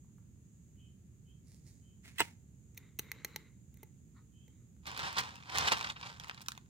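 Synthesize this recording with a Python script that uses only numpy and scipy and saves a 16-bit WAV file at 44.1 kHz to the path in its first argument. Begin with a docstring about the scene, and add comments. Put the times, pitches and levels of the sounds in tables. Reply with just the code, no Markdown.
"""A cat cracks and grinds dry kibble on a concrete yard at night, close in front of a stereo microphone pair.
Its paws tap the ground, a hand strokes its fur and a sandal scuffs the grit before it bites and licks.
Later, off to the right, a food bag rustles as its walls rub and its folds buckle.
Behind it all: a low distant rumble, a band of insects and a few thin peeps of a night bird."""
import sys
import numpy as np
from scipy import signal
from scipy.fft import rfft, irfft
from scipy.io import wavfile
from scipy.ndimage import uniform_filter1d

SR = 44100
rng = np.random.default_rng(int(sys.argv[2]) if len(sys.argv) > 2 else 0)


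def master_out(mix):
    """Clip the mix to full scale and print it as 16-bit PCM to the path in sys.argv[1]."""
    frames = np.transpose(np.atleast_2d(mix))
    ceiling = np.clip(frames, -1, 1)
    pcm = np.round(ceiling * 32767).astype(np.int16)
    wavfile.write(sys.argv[1], SR, pcm)


N = 295029
TIME = np.arange(N) / SR

# reverberation of the walls around the yard: f/Hz, t60/s
YARD = [(200, 0.53), (900, .33), (2500, 0.26), (7000, 0.24), (14000, 0.3)]
# bites: t/s, crack length/s, level/dB, treble/dB, bass/dB, grinding level/dB, mouth resonance/Hz
BITES = [(2.7465, .0021, -64, 4, 3, -74, 3600), (2.7707, 0.0073, -60.5, -2, -10, -79.5, 3650),
         (2.7751, 0.0054, -46.5, 2, -7.5, -72, 3680), (2.9888, 0.0025, -35.5, 1, -28, -78, 3600),
         (2.9935, 0.0018, -30.5, 1.5, 5, -63, 3720), (3.1166, 0.00089, -30, -5, -4, -62.5, 3800),
         (3.2468, .0027, -32.5, -5, 0.5, -62.5, 3940), (3.3604, 0.0024, -34, -5, -1.5, -68, 4000),
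         (3.7414, 0.0024, -62, 9, -7, -79, 3630), (3.772, 0.0015, -58.5, 12, 1, -82.5, 3560),
         (3.83, 0.0059, -50.5, 8.5, 17, -98, 3640), (4.479, 0.004, -64, -5, 12, -84, 3720)]


def amp(db):
    """Decibels to gain."""
    return 10 ** (np.asarray(db) / 20)


def unit_rms(x):
    """Scales to rms 1."""
    return x / np.sqrt(np.mean(x ** 2) + 1e-20)


def read(points, hz):
    """Reads a spectrum table on a log-frequency axis."""
    f, value = np.transpose(points)
    return np.interp(np.log(hz + 1), np.log(f + 1), value)


def add(mix, s, sound):
    """Mixes a sound in at s seconds."""
    part = mix[round(s * SR):][:len(sound)]
    part += sound[:len(part)]


def colour(x, shape, size=4096):
    """Minimum-phase filter whose gain in dB is shape(Hz)."""
    log_gain = np.log(amp(shape(abs(np.fft.fftfreq(size, 1 / SR)))) + 1e-6)
    ring = np.fft.ifft(np.exp(np.conj(signal.hilbert(log_gain)))).real
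    return signal.fftconvolve(x, ring[:size // 2])[:len(x)]


def noise(spectrum):
    """Steady noise of rms 1 with a given spectrum."""
    gain = amp(read(spectrum, np.fft.rfftfreq(N, 1 / SR)))
    return unit_rms(irfft(rfft(rng.standard_normal(N)) * gain, N))


def drift(samples, passes=1):
    """Random wander of rms 1: noise under a moving average."""
    wander = rng.standard_normal(N)
    for _ in range(passes):
        wander = uniform_filter1d(wander, samples)
    return unit_rms(wander)


def grit(per_s, spread_db, smooth):
    """Tiny slips of uneven size over a share of smooth friction noise."""
    sizes = amp(spread_db * np.minimum(rng.exponential(1, N), 4)) * rng.choice([-1, 1], N)
    slips = sizes * (rng.random(N) < per_s / SR)
    return unit_rms(slips) + smooth * rng.standard_normal(N)


def friction(spectrum, per_s, spread_db, smooth):
    """Gritty slipping, coloured by a material's spectrum, at rms 1."""
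    return unit_rms(colour(grit(per_s, spread_db, smooth), lambda hz: read(spectrum, hz)))


def swells(rows, rise_s, fall_s):
    """Gain over time of rows (t/s, hold/s, level/dB) that each rise, hold and die away."""
    power = np.zeros(N)
    for s, hold_s, db in rows:
        t = TIME - s
        attack = np.clip(t / rise_s, 0, 1) ** 2
        decay = np.exp(-np.clip((t - rise_s - hold_s) / fall_s, 0, 20))
        power += (amp(db) * attack * decay) ** 2
    return np.sqrt(power)


def bursts(rows, body, fall, uneven_db, rise=0.1, size=4096):
    """Each row is a quick avalanche of tiny fractures that rings a body."""
    out, t = np.zeros(N), np.arange(size) / SR
    for s, length, db, treble_db, bass_db, *_ in rows:
        push, sizes = rng.standard_normal((2, size))
        swell = (1 - np.exp(-t / (rise * length))) * np.exp(-(fall * t / length) ** 2)
        cracks = push * amp(uneven_db * np.clip(sizes, -2, 2)) * swell
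        treble = lambda hz: treble_db * hz ** 4 / (hz ** 4 + 7600 ** 4)
        bass = lambda hz: bass_db / (1 + (hz / 1200) ** 4)
        sound = colour(cracks, lambda hz: body(hz) + treble(hz) + bass(hz))
        add(out, s, amp(db) * np.sqrt(length * SR) * sound / np.linalg.norm(sound))
    return out


def scatter(x, t60s, delay_s, size=22050):
    """Sparse reflections, different at each microphone, dying away by rows of f/Hz, t60/s."""
    taps = rng.choice([-1., 1.], (2, size)) * (rng.random((2, size)) < 5000 / SR)
    taps *= np.arange(size) > delay_s * SR
    hz, t, bands = signal.stft(taps, SR, nperseg=128)
    tail = signal.istft(bands * amp(-60 * t / read(t60s, hz)[:, None]), SR, nperseg=128)[1]
    tail /= np.linalg.norm(tail, axis=1, keepdims=True)
    return signal.fftconvolve(x[None], tail, axes=1)[:, :N]


def from_right(x, lag_s):
    """Sound from the right reaches the left microphone late and shaded."""
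    # shading of the far microphone: f/Hz, left minus right/dB
    shade = [(100, -8), (1000, 0.5), (2400, -3.5), (4400, -2.5), (8200, -42.5), (14000, -3.5)]
    hz = np.fft.rfftfreq(N, 1 / SR)
    left = amp(read(shade, hz)) * np.exp(-2j * np.pi * hz * lag_s)
    pair = np.array([left, np.ones(len(hz))]) / np.sqrt((1 + abs(left) ** 2) / 2)
    return irfft(rfft(x) * pair, N)


def paired(source, likeness):
    """One noisy source at two microphones: the part each hears alone, and the common part."""
    return np.sqrt(1 - likeness) * np.array([source(), source()]), np.sqrt(likeness) * source()


def night_air():
    """Distant rumble, mostly common to both microphones, and hiss from all around."""
    # spectra of the night air: f/Hz, relative level/dB
    rumble_spectrum = [(20, -40), (40, -12.5), (68, 2), (90, -2), (120, 1.5), (200, -4.5), (270, -13),
                       (400, -22), (600, -37.5), (1200, -54.5), (4000, -81)]
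    hiss_spectrum = [(100, 15.5), (1000, -0.5), (2500, -0.5), (4500, -5.5), (9000, -2), (12000, -6),
                     (16000, -6.5)]
    rumble = noise(rumble_spectrum) * amp([[-2.2], [1.5]])
    rumble += amp(-8) * np.array([noise(rumble_spectrum), noise(rumble_spectrum)])
    hiss = np.array([noise(hiss_spectrum), noise(hiss_spectrum)])
    return amp(-58.5) * rumble + amp(-76.5) * hiss


def insects():
    """A high choir all around the yard swells and ebbs gently."""
    # band of the choir: f/Hz, relative level/dB
    band = [(5000, -43.5), (5900, -22), (6400, -5.5), (6800, -2.5), (7300, -5), (8000, -16.5), (9500, -28),
            (12000, -28.5)]
    choir = np.array([noise(band), noise(band)]) * amp([[-1.2], [1.2]])
    ebb = amp(0.9 * drift(samples=9000, passes=2))
    return amp(-75.5) * choir * ebb


def paws():
    """Soft pads make dull taps on the concrete."""
    # paws set down: t/s, length/s, level/dB, treble/dB, bass/dB
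    steps = [(.045, 0.0035, -76, -3, 13), (.092, 0.0035, -81, -6, 20), (.181, 0.0078, -72.5, 3, 13),
             (.358, .005, -84, -6, 9), (.757, 0.0026, -75, -5, -19), (4.765, 0.0016, -74, -11, 8)]
    pad = [(200, -22), (1200, 6), (2500, -4), (6000, -26), (14000, -4)]  # f/Hz, gain/dB
    taps = bursts(steps, lambda hz: read(pad, hz), fall=1.1, uneven_db=3)
    return taps + amp(-2) * scatter(taps, YARD, delay_s=0.0037)


def bird():
    """Thin, two-voiced peeps in the background scoop up to pitch and echo briefly in the yard."""
    # peeps: t/s, hold/s, relative level/dB, pitch/Hz
    peeps = [(.745, 0.069, -70, 3065), (1.233, .025, -71, 3125), (1.79, 0.083, -76.5, 3100),
             (4.3, .11, -73.5, 3140)]
    scoop_hz, scoop_s = 225, 0.022
    song = np.zeros(N)
    for s, hold_s, db, top_hz in peeps:
        hz = top_hz - scoop_hz * np.exp(-np.maximum(TIME - s, 0) / scoop_s)
        waver = 1 + 0.025 * drift(samples=120)
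        phase = 2 * np.pi * np.cumsum(hz * waver) / SR
        voices = np.sin(phase) + amp(-13) * np.sin(0.83 * phase)  # the throat has a second, lower voice
        song += swells([(s, hold_s, db)], rise_s=0.055, fall_s=0.03) * unit_rms(voices)
    return amp(-4) * song + amp(-2.5) * scatter(song, [(1000, 0.15), (5000, 0.28)], delay_s=0.0057)


def stroke():
    """Hairs slip under the fingers and snap back in fine ticks."""
    # colour of the fur: f/Hz, gain/dB
    fur = [(300, 12), (1400, -10), (2000, 6), (3000, -4.5), (4600, 8), (9000, 6), (11000, 1), (16000, -7)]
    # fingers passing through it: t/s, hold/s, level/dB
    strokes = [(1.42, 0.06, -68.5), (1.61, 0.01, -66.5)]
    hairs = friction(fur, per_s=590, spread_db=4.5, smooth=0.45)
    hairs *= swells(strokes, rise_s=0.059, fall_s=0.068)
    return from_right(hairs, lag_s=0.00005) + amp(-4) * scatter(hairs, YARD, delay_s=0.0053)


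def sandal():
    """On the right a sole drags, catches on grit a few times and lands with a low thud."""
    # catches: t/s, length/s, relative level/dB, treble/dB, bass/dB
    scuffs = [(2.182, 0.0069, -34, 9, -18.5), (2.1945, 0.0029, -26, 1.5, -5.5),
              (2.2033, 0.0034, -16.5, 8, 2), (2.2095, 0.0056, -27, 0, 9), (2.215, 0.005, -31, -8, -16)]
    # slides around the landing: t/s, hold/s, level/dB
    slides = [(2.022, .035, -59), (2.135, .03, -63), (2.168, 0.018, -44.5)]
    # colours of the sole and of the grit under it: f/Hz, gain/dB
    sole = [(20, -27), (120, -10), (240, -6), (360, 3.5), (600, -12.5), (920, 4.5), (1150, -10.5),
            (1550, -3.5), (2400, 1), (3300, -1), (4400, -13), (6800, -19.5), (7900, -8.5), (10000, -27.5),
            (15000, -24)]
    sand = [(100, -2.5), (900, -8.5), (1400, -6.5), (2050, 5), (3000, -4), (4500, -6), (9000, -9),
            (15000, -17)]
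    scuff = amp(-3) * bursts(scuffs, lambda hz: read(sole, hz), fall=0.6, uneven_db=3)
    t = np.arange(8000) / SR
    thud = amp(-41) * np.sin(2 * np.pi * 135 * t) * np.exp(-t / 0.02)
    add(scuff, 2.211, thud)
    drag = swells(slides, rise_s=0.028, fall_s=0.037)
    sliding = lambda: drag * friction(sand, per_s=600, spread_db=3.8, smooth=0.81)
    apart, common = paired(sliding, likeness=0.49)
    near = amp(-8.5) * scatter(scuff, [(200, 0.02), (10000, 0.0075)], delay_s=0.0005)
    walls = amp(-28.5) * scatter(scuff, YARD, delay_s=0.015)
    return from_right(scuff + common, lag_s=0.00012) + apart + near + walls


def grinding():
    """Crumbs grind between the molars, muffled by the cheeks and ringing the moving mouth."""
    # crumbs heard through the cheeks: f/Hz, gain/dB
    cheeks = [(100, 2), (450, 11.5), (700, -10), (950, 0.5), (1400, 2.5), (1750, 1), (2080, 12), (2500, 0),
              (3000, -5), (4500, -22), (6000, -11), (12000, -38)]
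    times, *_, levels, resonances = np.transpose(BITES)
    crumbs = grit(per_s=2000, spread_db=3.2, smooth=0.5)
    muffled = unit_rms(colour(crumbs, lambda hz: read(cheeks, hz)))
    mouth_hz = np.interp(TIME, times, resonances)
    hollow = unit_rms(mouth(mouth(crumbs, mouth_hz), mouth_hz))
    lips = amp(3 * drift(samples=1800))  # their wavering gap lets more or less of the hollow out
    lead_s, hold_s = 0.034, 0.078  # grinding starts as the teeth close, ahead of the crack
    chews = [(s - lead_s, hold_s, db) for s, db in zip(times, levels)]
    effort = swells(chews, rise_s=0.06, fall_s=0.048)
    return effort * unit_rms(muffled + amp(-9) * lips * hollow)


def mouth(x, hz, width_hz=440):
    """A cavity resonance of gain 1 that follows the curve hz."""
    turn = np.exp(2j * np.pi * np.cumsum(hz) / SR)
    pole = np.exp(-np.pi * width_hz / SR)
    return 2 * (turn * signal.lfilter([1 - pole], [1, -pole], x / turn)).real


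def jaw(hz):
    """Gain in dB of the jaw's resonances over a low floor."""
    # resonances of jaw and mouth: f/Hz, width/Hz, gain/dB
    modes = [(413, 160, 1.5), (867, 64, 3.5), (2050, 205, 5.5), (2270, 790, 0), (3950, 450, 1),
             (4300, 120, -6), (6200, 860, -0.5), (9070, 570, -7), (13900, 3100, -1)]
    power = sum(amp(db) ** 2 / (1 + ((hz - f) / (width / 2)) ** 2) ** 1.33 for f, width, db in modes)
    return 10 * np.log10(power + amp(-23) ** 2)


def biting():
    """Close and straight ahead, kibble cracks and rings the jaw, with grinding between the cracks."""
    cracks = amp(-0.5) * bursts(BITES, jaw, fall=1.08, uneven_db=10)
    apart, common = paired(grinding, likeness=0.88)
    ground = amp(-4) * scatter(cracks, [(200, 0.016), (10000, 0.023)], delay_s=0.0002)
    # sound leaving in all directions carries less of the jaw's colour
    outward = bursts(BITES, lambda hz: 0.55 * jaw(hz) - 4 * hz / 15000, fall=0.95, uneven_db=20)
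    walls = amp(-17.5) * scatter(outward, YARD, delay_s=0.0022)
    return cracks * amp([[-0.3], [0.3]]) + apart + common + ground + walls


def tongue():
    """The rough tongue rasps twice, close to the microphones."""
    # licks: t/s, hold/s, relative level/dB
    licks = [(4.125, 0.014, -63.5), (4.565, .005, -78)]
    # colour of the tongue: f/Hz, gain/dB
    spectrum = [(400, -31), (900, -8), (1300, 2.5), (1600, -10), (1950, -2), (2800, -29), (3850, -12.5),
                (5000, -26.5), (14000, -38)]
    rasp = friction(spectrum, per_s=1500, spread_db=3, smooth=0.69)
    rasp *= swells(licks, rise_s=0.046, fall_s=0.028)
    return amp(-6.5) * rasp + amp(-11) * scatter(rasp, [(200, 0.048), (10000, 0.045)], delay_s=0.00026)


def bag():
    """Off to the right, folds buckle in bursts while the bag's walls rub; small creases tick among them."""
    # colour of the bag: f/Hz, gain/dB
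    sheet = [(20, -38), (70, -4.5), (130, -5), (260, -11), (640, -10.5), (940, 1.5), (1500, -3), (2000, -6),
             (2600, -6.5), (4100, -8), (6500, -17), (8700, -23), (10300, -32.5), (16000, -37)]
    # large folds buckling: t/s, length/s, relative level/dB, treble/dB
    large_folds = [(4.864, 0.015, -44.5, 13), (4.9645, 0.0015, -40, -9), (4.9755, 0.0016, -39, 28),
                   (5.101, 0.0028, -48, -13), (5.18, 0.016, -28.5, 7.5), (5.356, 0.0015, -44, 16),
                   (5.554, 0.006, -34.5, 10), (5.584, 0.0016, -20.5, 17), (5.671, 0.017, -29.5, 3),
                   (5.713, 0.0078, -42, -1), (5.722, 0.008, -30.5, 10), (5.8095, 0.0041, -34, 2),
                   (5.843, 0.006, -32.5, -4), (5.896, .01, -36.5, -2), (5.96, 0.012, -47, -46),
                   (6.027, 0.01, -42, -23), (6.069, 0.004, -44, -3), (6.1985, 0.0013, -36.5, 7.5),
                   (6.244, 0.0015, -40, 5), (6.296, .0014, -30.5, 1.5), (6.311, 0.0021, -40, -20),
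                   (6.375, 0.0071, -49.5, -13), (6.414, 0.0083, -48.5, 24), (6.4842, 0.0016, -26.5, 20),
                   (6.5187, 0.0016, -35.5, 17), (6.5765, 0.0015, -41, 7.5)]
    pressure = pressing()
    rub = lambda: amp(-1.6) * pressure * friction(sheet, per_s=2000, spread_db=2.9, smooth=0.48)
    apart, common = paired(rub, likeness=0.85)
    snaps = grit(per_s=70, spread_db=3, smooth=0)
    bright_snaps = colour(snaps, lambda hz: read(sheet, hz) + 8 * hz / (hz + 4000))
    ticks = amp(-13) * pressure ** 0.85 * unit_rms(bright_snaps)
    small_folds = creases(pressure, start_s=large_folds[0][0], end_s=large_folds[-1][0])
    bass_db = -9.5
    folds = [(*row, bass_db) for row in list(large_folds) + small_folds]
    buckling = bursts(folds, lambda hz: read(sheet, hz), fall=0.88, uneven_db=3.5, rise=0.15)
    rustle = common + ticks + amp(-1.5) * buckling
    ringing = amp(-6) * panels(rustle)
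    walls = amp(-17) * scatter(rustle, YARD, delay_s=0.0063)
    return from_right(rustle, lag_s=0.00026) + apart + ringing + walls


def pressing():
    """How hard the bag's walls press together, as a gain: it is gripped, shifted, let go and settles."""
    # walls rubbing: t/s, relative level/dB
    rubbing = [(4.82, -86.5), (4.88, -40.5), (4.92, -50.5), (5.052, -38), (5.15, -49.5), (5.182, -32),
               (5.23, -46), (5.442, -62), (5.562, -34), (5.66, -33), (5.676, -31), (5.704, -41),
               (5.724, -25), (5.756, -42.5), (5.912, -46), (5.944, -66), (6.066, -46.5), (6.186, -63),
               (6.198, -68), (6.21, -55.5), (6.285, -56.5)]
    s, db = np.transpose(rubbing)
    settle_db_per_s = 59.5
    settling_db = settle_db_per_s * np.maximum(TIME - s[-1], 0)
    return amp(np.interp(TIME, s, db) - settling_db) * (TIME > s[0])


def creases(pressure, start_s, end_s, count=40):
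    """Small folds buckle at random, harder under pressure: rows of t/s, length/s, level/dB, treble/dB."""
    when, length, softness, bright = rng.uniform(-1, 1, (count, 4)).T
    s = np.interp(when, [-1, 1], [start_s, end_s])
    pressure_db = 20 * np.log10(np.interp(s, TIME, pressure) + 1e-9)
    reference_db, follow = -41, 0.66
    db = -38 + follow * (pressure_db - reference_db) - 5 * softness
    return list(zip(s, 0.002 * 2 ** length, db, 17 * bright))


def panels(x, count=7):
    """The bag changes shape: its panels take turns, each with its own short ring."""
    shares = np.array([drift(samples=1500, passes=2) for _ in range(count)]) ** 2
    shares /= np.linalg.norm(shares, axis=0)
    ring = [(200, 0.069), (2000, 0.036), (10000, 0.037)]  # f/Hz, t60/s
    return sum(scatter(x * share, ring, delay_s=0.0002, size=4096) for share in shares)


def scene():
    """The yard as it reaches the two microphones."""
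    return night_air() + insects() + paws() + bird() + stroke() + sandal() + biting() + tongue() + bag()


def record(dry):
    """The recorder's low cut and band limit."""
    low_cut_hz, edge_hz = 42, 15900
    low_cut = signal.butter(2, low_cut_hz, "highpass", fs=SR, output="sos")
    band_limit = signal.firwin(511, edge_hz, window=("kaiser", 9), fs=SR)
    return signal.oaconvolve(signal.sosfilt(low_cut, dry), band_limit[None], "same")


dry = scene()
out = record(dry)
master_out(out)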